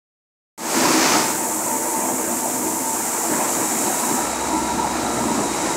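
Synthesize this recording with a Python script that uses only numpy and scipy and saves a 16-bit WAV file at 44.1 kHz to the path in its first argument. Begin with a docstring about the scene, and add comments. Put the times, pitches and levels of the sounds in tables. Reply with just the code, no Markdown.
"""A large surface grinder runs in a workshop, heard from a few steps away.
After half a second of silence it fades in with a broad surge: the wheel roars and drones on the work,
the housing rumbles, coolant spray hisses and the motor hums. The surge dies away and the grinding swells
and eases. Near 3 s the listener turns to the right. Just after 4 s the machine screens the spray, so the
hiss dulls, and a deep hum comes forward. Shortly before 5 s the wheel chatters for a moment."""
import sys
import numpy as np
from scipy import signal
from scipy.fft import rfft, irfft
from scipy.io import wavfile
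from scipy.ndimage import uniform_filter1d

SR = 44100
rng = np.random.default_rng(int(sys.argv[2]) if len(sys.argv) > 2 else 0)


def dump(signal):
    """Clip the signal to [-1, 1] and save it as 16-bit WAV at the path in sys.argv[1]."""
    limited = np.clip(np.atleast_2d(signal).T, -1, 1)
    pcm = np.round(limited * 32767).astype(np.int16)
    wavfile.write(sys.argv[1], SR, pcm)


N = 254016
T = np.arange(N) / SR
HZ = np.fft.rfftfreq(N, 1 / SR)


def amp(db):
    """Turns decibels into a gain."""
    return 10 ** (np.asarray(db) / 20)


def unit(x):
    """Scales a signal to an average strength (rms) of 1."""
    return x / np.sqrt(np.mean(abs(x) ** 2) + 1e-20)


def curve(rows, column=1):
    """Joins the points of a timed table with straight lines."""
    rows = np.asarray(rows)
    return np.interp(T, rows[:, 0], rows[:, column])


def drift(rate_hz):
    """A smooth random wobble, up to about the given rate."""
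    return unit(irfft(rfft(rng.standard_normal(N)) / (1 + (HZ / rate_hz) ** 4), N))


def colour(x, spectrum):
    """Makes some pitches of a noise stronger than others; the result has strength 1."""
    hz, db = np.transpose(spectrum)
    gain = amp(np.interp(np.log(HZ + 1), np.log(hz), db))
    return unit(irfft(rfft(x) * gain, N))


def grit(per_s, spread_db):
    """Many tiny impacts of uneven size."""
    size = amp(spread_db * np.minimum(rng.exponential(1, N), 4))
    return unit(size * rng.standard_normal(N) * (rng.random(N) < per_s / SR))


def patchy(x, depth_db, span_hz, span_s):
    """Adds small scraping swells, each over a short time and a narrow range of pitch."""
    hz, t, slices = signal.stft(x, SR, nperseg=1024, noverlap=768)
    patches = uniform_filter1d(rng.standard_normal(slices.shape), max(1, round(span_hz / hz[1])), axis=0)
    patches = unit(uniform_filter1d(patches, max(1, round(span_s / t[1])), axis=1))
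    return signal.istft(slices * amp(depth_db * patches), SR, nperseg=1024, noverlap=768)[1][:N]


def tone(cycles, rough, width_hz):
    """A wavering tone: rough is the share that wanders (0 to 1), width_hz is how fast."""
    wander = unit(drift(width_hz) + 1j * drift(width_hz))
    steady = np.exp(2j * np.pi * (cycles + rng.random()))
    return np.sqrt(2) * ((np.sqrt(1 - rough) + np.sqrt(rough) * wander) * steady).real


# Where the listener faces: time_s, side (0 left, 1 right)
FACING_SIDE = [(.8, 0.12), (1.5, .05), (2.9, 0.042), (3.4, 0.72), (4.2, 0.96), (4.7, 1), (5.76, 1)]
def level(left_db, right_db, surge_db):
    """A part's level in dB: it follows the listener's turn and is lifted by the opening surge."""
    start_s, rise_s, hold_until_s, fall_s = 0.32, 0.56, 1.166, 0.24
    rise, fall = (T - start_s) / rise_s, 1 - (T - hold_until_s) / fall_s
    surge = np.clip(np.minimum(rise, fall), 0, 1)
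    return left_db + (right_db - left_db) * curve(FACING_SIDE) + surge_db * surge


def tones(rows, cycles, rough, width_hz):
    """Several tones whose balance changes as the listener turns from left to right."""
    return sum(amp(level(left_db, right_db, surge_db=6)) * tone(multiple * cycles, rough, width_hz)
               for multiple, left_db, right_db in rows)


# Swells of the grinding: peak_s, half_length_s, roar_db, rumble_db, singing_db, rush_db
GRINDING_SWELLS = [(1.85, 0.42, 2, 1, 6.5, -2), (2.2, 0.13, 3, 3, -4, -3), (2.65, .3, 0, 2.5, 4, -1),
                   (3.41, 0.15, 5, 3, 1, -0.5), (3.912, 0.22, 2, 1, -1, 0.5),
                   (4.684, 0.18, -1, 1.5, 5.5, -1), (5.235, 0.25, 1.5, 6, -2.5, -1),
                   (5.658, 0.14, 1, 5, 1, 1.5)]
def swell(part):
    """How many dB the smooth swells raise or lower one part of the sound."""
    column = 2 + ["roar", "rumble", "singing", "rush"].index(part)
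    return sum(row[column] * np.exp(-((T - row[0]) / row[1]) ** 2) for row in GRINDING_SWELLS)


# How far the machine blocks the hiss (0 to 1): time_s, spray_share, mist_share
SCREENING = [(4.16, 0.03, 0.07), (4.3, 0.67, 0.8), (4.9, 1, 0.9), (5.3, 0.66, 0.8), (5.5, 0.64, 1),
             (5.76, 0.56, .97)]
# Tone colours of the spray and the mist: pitch_hz, relative_db
SPRAY_COLOUR = [(3300, -55), (4400, -48), (5300, -13.5), (6200, -6.5), (7200, 1.5), (7800, 1), (8800, -5),
                (10000, -8.5), (11500, -15), (16000, -28)]
MIST_COLOUR = [(5000, -52), (8500, 2.5), (10000, 1.5), (11500, 0.5), (13700, 2), (15700, -5)]
def coolant():
    """Spray thrown off the wheel hisses and fine mist sizzles. Screening dims both, the mist most."""
    drops = rng.standard_normal(N) + 0.5 * grit(per_s=2800, spread_db=-0.5)
    spray_db = level(left_db=-26.5, right_db=-24.5, surge_db=0.5) - 8 * curve(SCREENING)
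    spray = amp(spray_db + 0.51 * drift(rate_hz=18)) * colour(drops, SPRAY_COLOUR)
    mist_db = -30.5 - 15.5 * curve(SCREENING, column=2)
    return spray + amp(mist_db) * colour(rng.standard_normal(N), MIST_COLOUR)


# The motor's tones, with relative levels: multiple_of_motor_pitch, left_db, right_db
MOTOR_TONES = [(2, -43, -37), (4, -41, -40), (5, -41, -44), (10, -57, -48)]
# Tone colour of the soft boom: pitch_hz, relative_db
BOOM_COLOUR = [(30, -28), (48, -4), (90, 7.5), (135, 8), (170, 17), (260, -15), (1000, -60)]
def motor(pitch_hz=116.65, hum_hz=68, whine_hz=3845):
    """The running motor gives a set of tones, a deep hum over a soft boom, and an airy whine."""
    cycles = pitch_hz * T + 0.025 * drift(rate_hz=20)
    running = amp(-1.2) * tones(MOTOR_TONES, cycles, rough=0.7, width_hz=4.35)
    hum = tone(hum_hz * T, rough=0.076, width_hz=12) + amp(-13) * tone(48 * T, rough=0.5, width_hz=1.9)
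    hum += amp(1.5) * colour(rng.standard_normal(N), BOOM_COLOUR)
    whine = amp(-1.5) * tone(whine_hz * T, rough=1, width_hz=48)
    whine += amp(-2) * tone(3920 * T, rough=1, width_hz=230)
    # the hum comes forward as the spray is screened
    hum_db = -59.5 + 19.2 * curve(SCREENING) + 1.2 * drift(rate_hz=2.7)
    return running + amp(hum_db) * hum + amp(-44) * curve(FACING_SIDE) ** 3 * whine


# Tone colour of the rumble: pitch_hz, relative_db
RUMBLE_COLOUR = [(30, -45), (60, -28), (100, -17), (130, -9), (175, -11), (220, -1.5), (320, 1.5),
                 (390, -2.5), (450, -11.5), (700, -40), (1500, -28), (6000, -70)]
# Moments when the rumble lurches: peak_s, lift_db
RUMBLE_LURCHES = [(2.15, 4), (2.67, 5), (2.809, 3), (3.31, 9.5), (3.61, 7.5), (3.87, 8), (4.12, 9),
                  (5.26, 5.5), (5.42, 5.5)]
# Ringing guard panels, with relative levels: pitch_hz, left_db, right_db
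PANEL_TONES = [(211.5, -45, -38.5), (339, -42, -37.5), (712, -52, -40), (840, -60, -35.5),
               (1234, -52, -43.5), (1292, -50, -43)]
def housing(flutter_db=1.4, heave_db=1.3, lurch_s=0.03):
    """The heavy casing rumbles with a flutter and a few lurches, and its guard panels ring."""
    shake = colour(rng.standard_normal(N), RUMBLE_COLOUR)
    shake *= amp(flutter_db * drift(rate_hz=32) + heave_db * drift(rate_hz=4.5))
    lurch_db = sum(db * np.exp(-((T - peak_s) / lurch_s) ** 2) for peak_s, db in RUMBLE_LURCHES)
    rumble_db = level(left_db=-35, right_db=-32.5, surge_db=7.5) + swell("rumble") + lurch_db
    ringing = amp(-2.1) * tones(PANEL_TONES, T, rough=1, width_hz=7.2)
    return amp(rumble_db) * unit(shake) + ringing


# Three quick knocks of the wheel: peak_s, level_db, pitch_hz
CHATTER_KNOCKS = [(4.829, -17, 960), (4.848, -13.5, 860), (4.861, -19, 845)]
def chatter(half_length_s=0.0043):
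    """For a few segments the wheel bites harder and the guard rings."""
    knocks = np.zeros(N)
    for peak_s, level_db, pitch_hz in CHATTER_KNOCKS:
        t = T - peak_s
        knocks += amp(level_db) * np.exp(-(t / half_length_s) ** 2) * np.sin(2 * np.pi * pitch_hz * t)
    return knocks


# Tones at which the guard sings: multiple_of_strike_rate, left_db, right_db
SINGING_TONES = [(13.97, -36, -36), (15.01, -43.5, -34.5)]
def singing_guard(strikes):
    """Uneven contact shakes the guard's tones and makes them throb together, most on the right side."""
    shake_cycles = 0.011 + 0.21 * curve(FACING_SIDE)
    throb_db = (1 + 1.65 * curve(FACING_SIDE)) * drift(rate_hz=20) + swell("singing")
    singing = np.zeros(N)
    for multiple, left_db, right_db in SINGING_TONES:
        shaken = tone(multiple * strikes + shake_cycles * drift(rate_hz=14.5), rough=0.4, width_hz=14)
        singing += amp(level(left_db, right_db, surge_db=4) + throb_db) * shaken
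    return singing


# Tone colours of the roar and the gritty rush: pitch_hz, relative_db
ROAR_COLOUR = [(150, -51), (350, -9), (480, -2), (680, 4), (850, 1.5), (1000, 1.5), (1120, -4.5),
               (1400, -10.5), (1700, -8.5), (2200, -11), (2700, -18), (3200, -21), (5000, -37), (9000, -65)]
RUSH_COLOUR = [(100, -38), (175, 8), (240, -2), (320, 17.5), (420, 6.5), (600, 4), (1300, 9), (1600, 4.5),
               (2300, 4), (3250, -3.5), (4600, 1.5), (6400, 4), (8000, -10.5), (12000, -40)]
# The wheel's drone, with relative levels: multiple_of_strike_rate, left_db, right_db
DRONE_TONES = [(3.975, -37, -41), (4.96, -36, -39), (18, -51, -46), (21, -51, -41), (22, -55, -46.5),
               (25, -52, -62)]
def wheel(strike_hz=64.1):
    """The wheel's segments strike the work in turn: it roars, rushes and drones, and the guard sings."""
    strikes = np.cumsum(strike_hz * (1 + 0.001926 * drift(rate_hz=1.24))) / SR  # count so far
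    bite = 1 + 0.096 * np.cos(2 * np.pi * strikes)
    roar = colour(bite * rng.standard_normal(N), ROAR_COLOUR) * amp(1.06 * drift(rate_hz=65))
    roar = unit(patchy(roar, depth_db=2.6, span_hz=260, span_s=0.06))
    roar *= amp(level(left_db=-32, right_db=-28.5, surge_db=8) + swell("roar"))
    grains = rng.standard_normal(N) + 0.43 * grit(per_s=2500, spread_db=0)
    rush_db = level(left_db=-34, right_db=-31, surge_db=15) + swell("rush") + 0.58 * drift(rate_hz=12)
    rush = amp(rush_db) * colour(bite * grains, RUSH_COLOUR)
    drone = amp(-1) * tones(DRONE_TONES, strikes, rough=0.86, width_hz=3.5)
    return roar + rush + drone + singing_guard(strikes)


def scene():
    """The whole machine, alike in both ears."""
    machine = housing() + wheel() + chatter() + motor() + coolant()
    return np.array([machine, machine])


def record(dry):
    """Opens with silence, fades in quickly and cuts off the very highest treble."""
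    silent_until_s, fade_from_s, fade_to_s, cutoff_hz = 0.578, 0.54, 0.77, 15750
    fade = np.clip((T - fade_from_s) / (fade_to_s - fade_from_s), 0, 1) * (T > silent_until_s)
    low_pass = signal.firwin(801, cutoff_hz, window=("kaiser", 9), fs=SR)
    return signal.oaconvolve(dry * fade, low_pass[None], "same")


dry = scene()
out = record(dry)
dump(out)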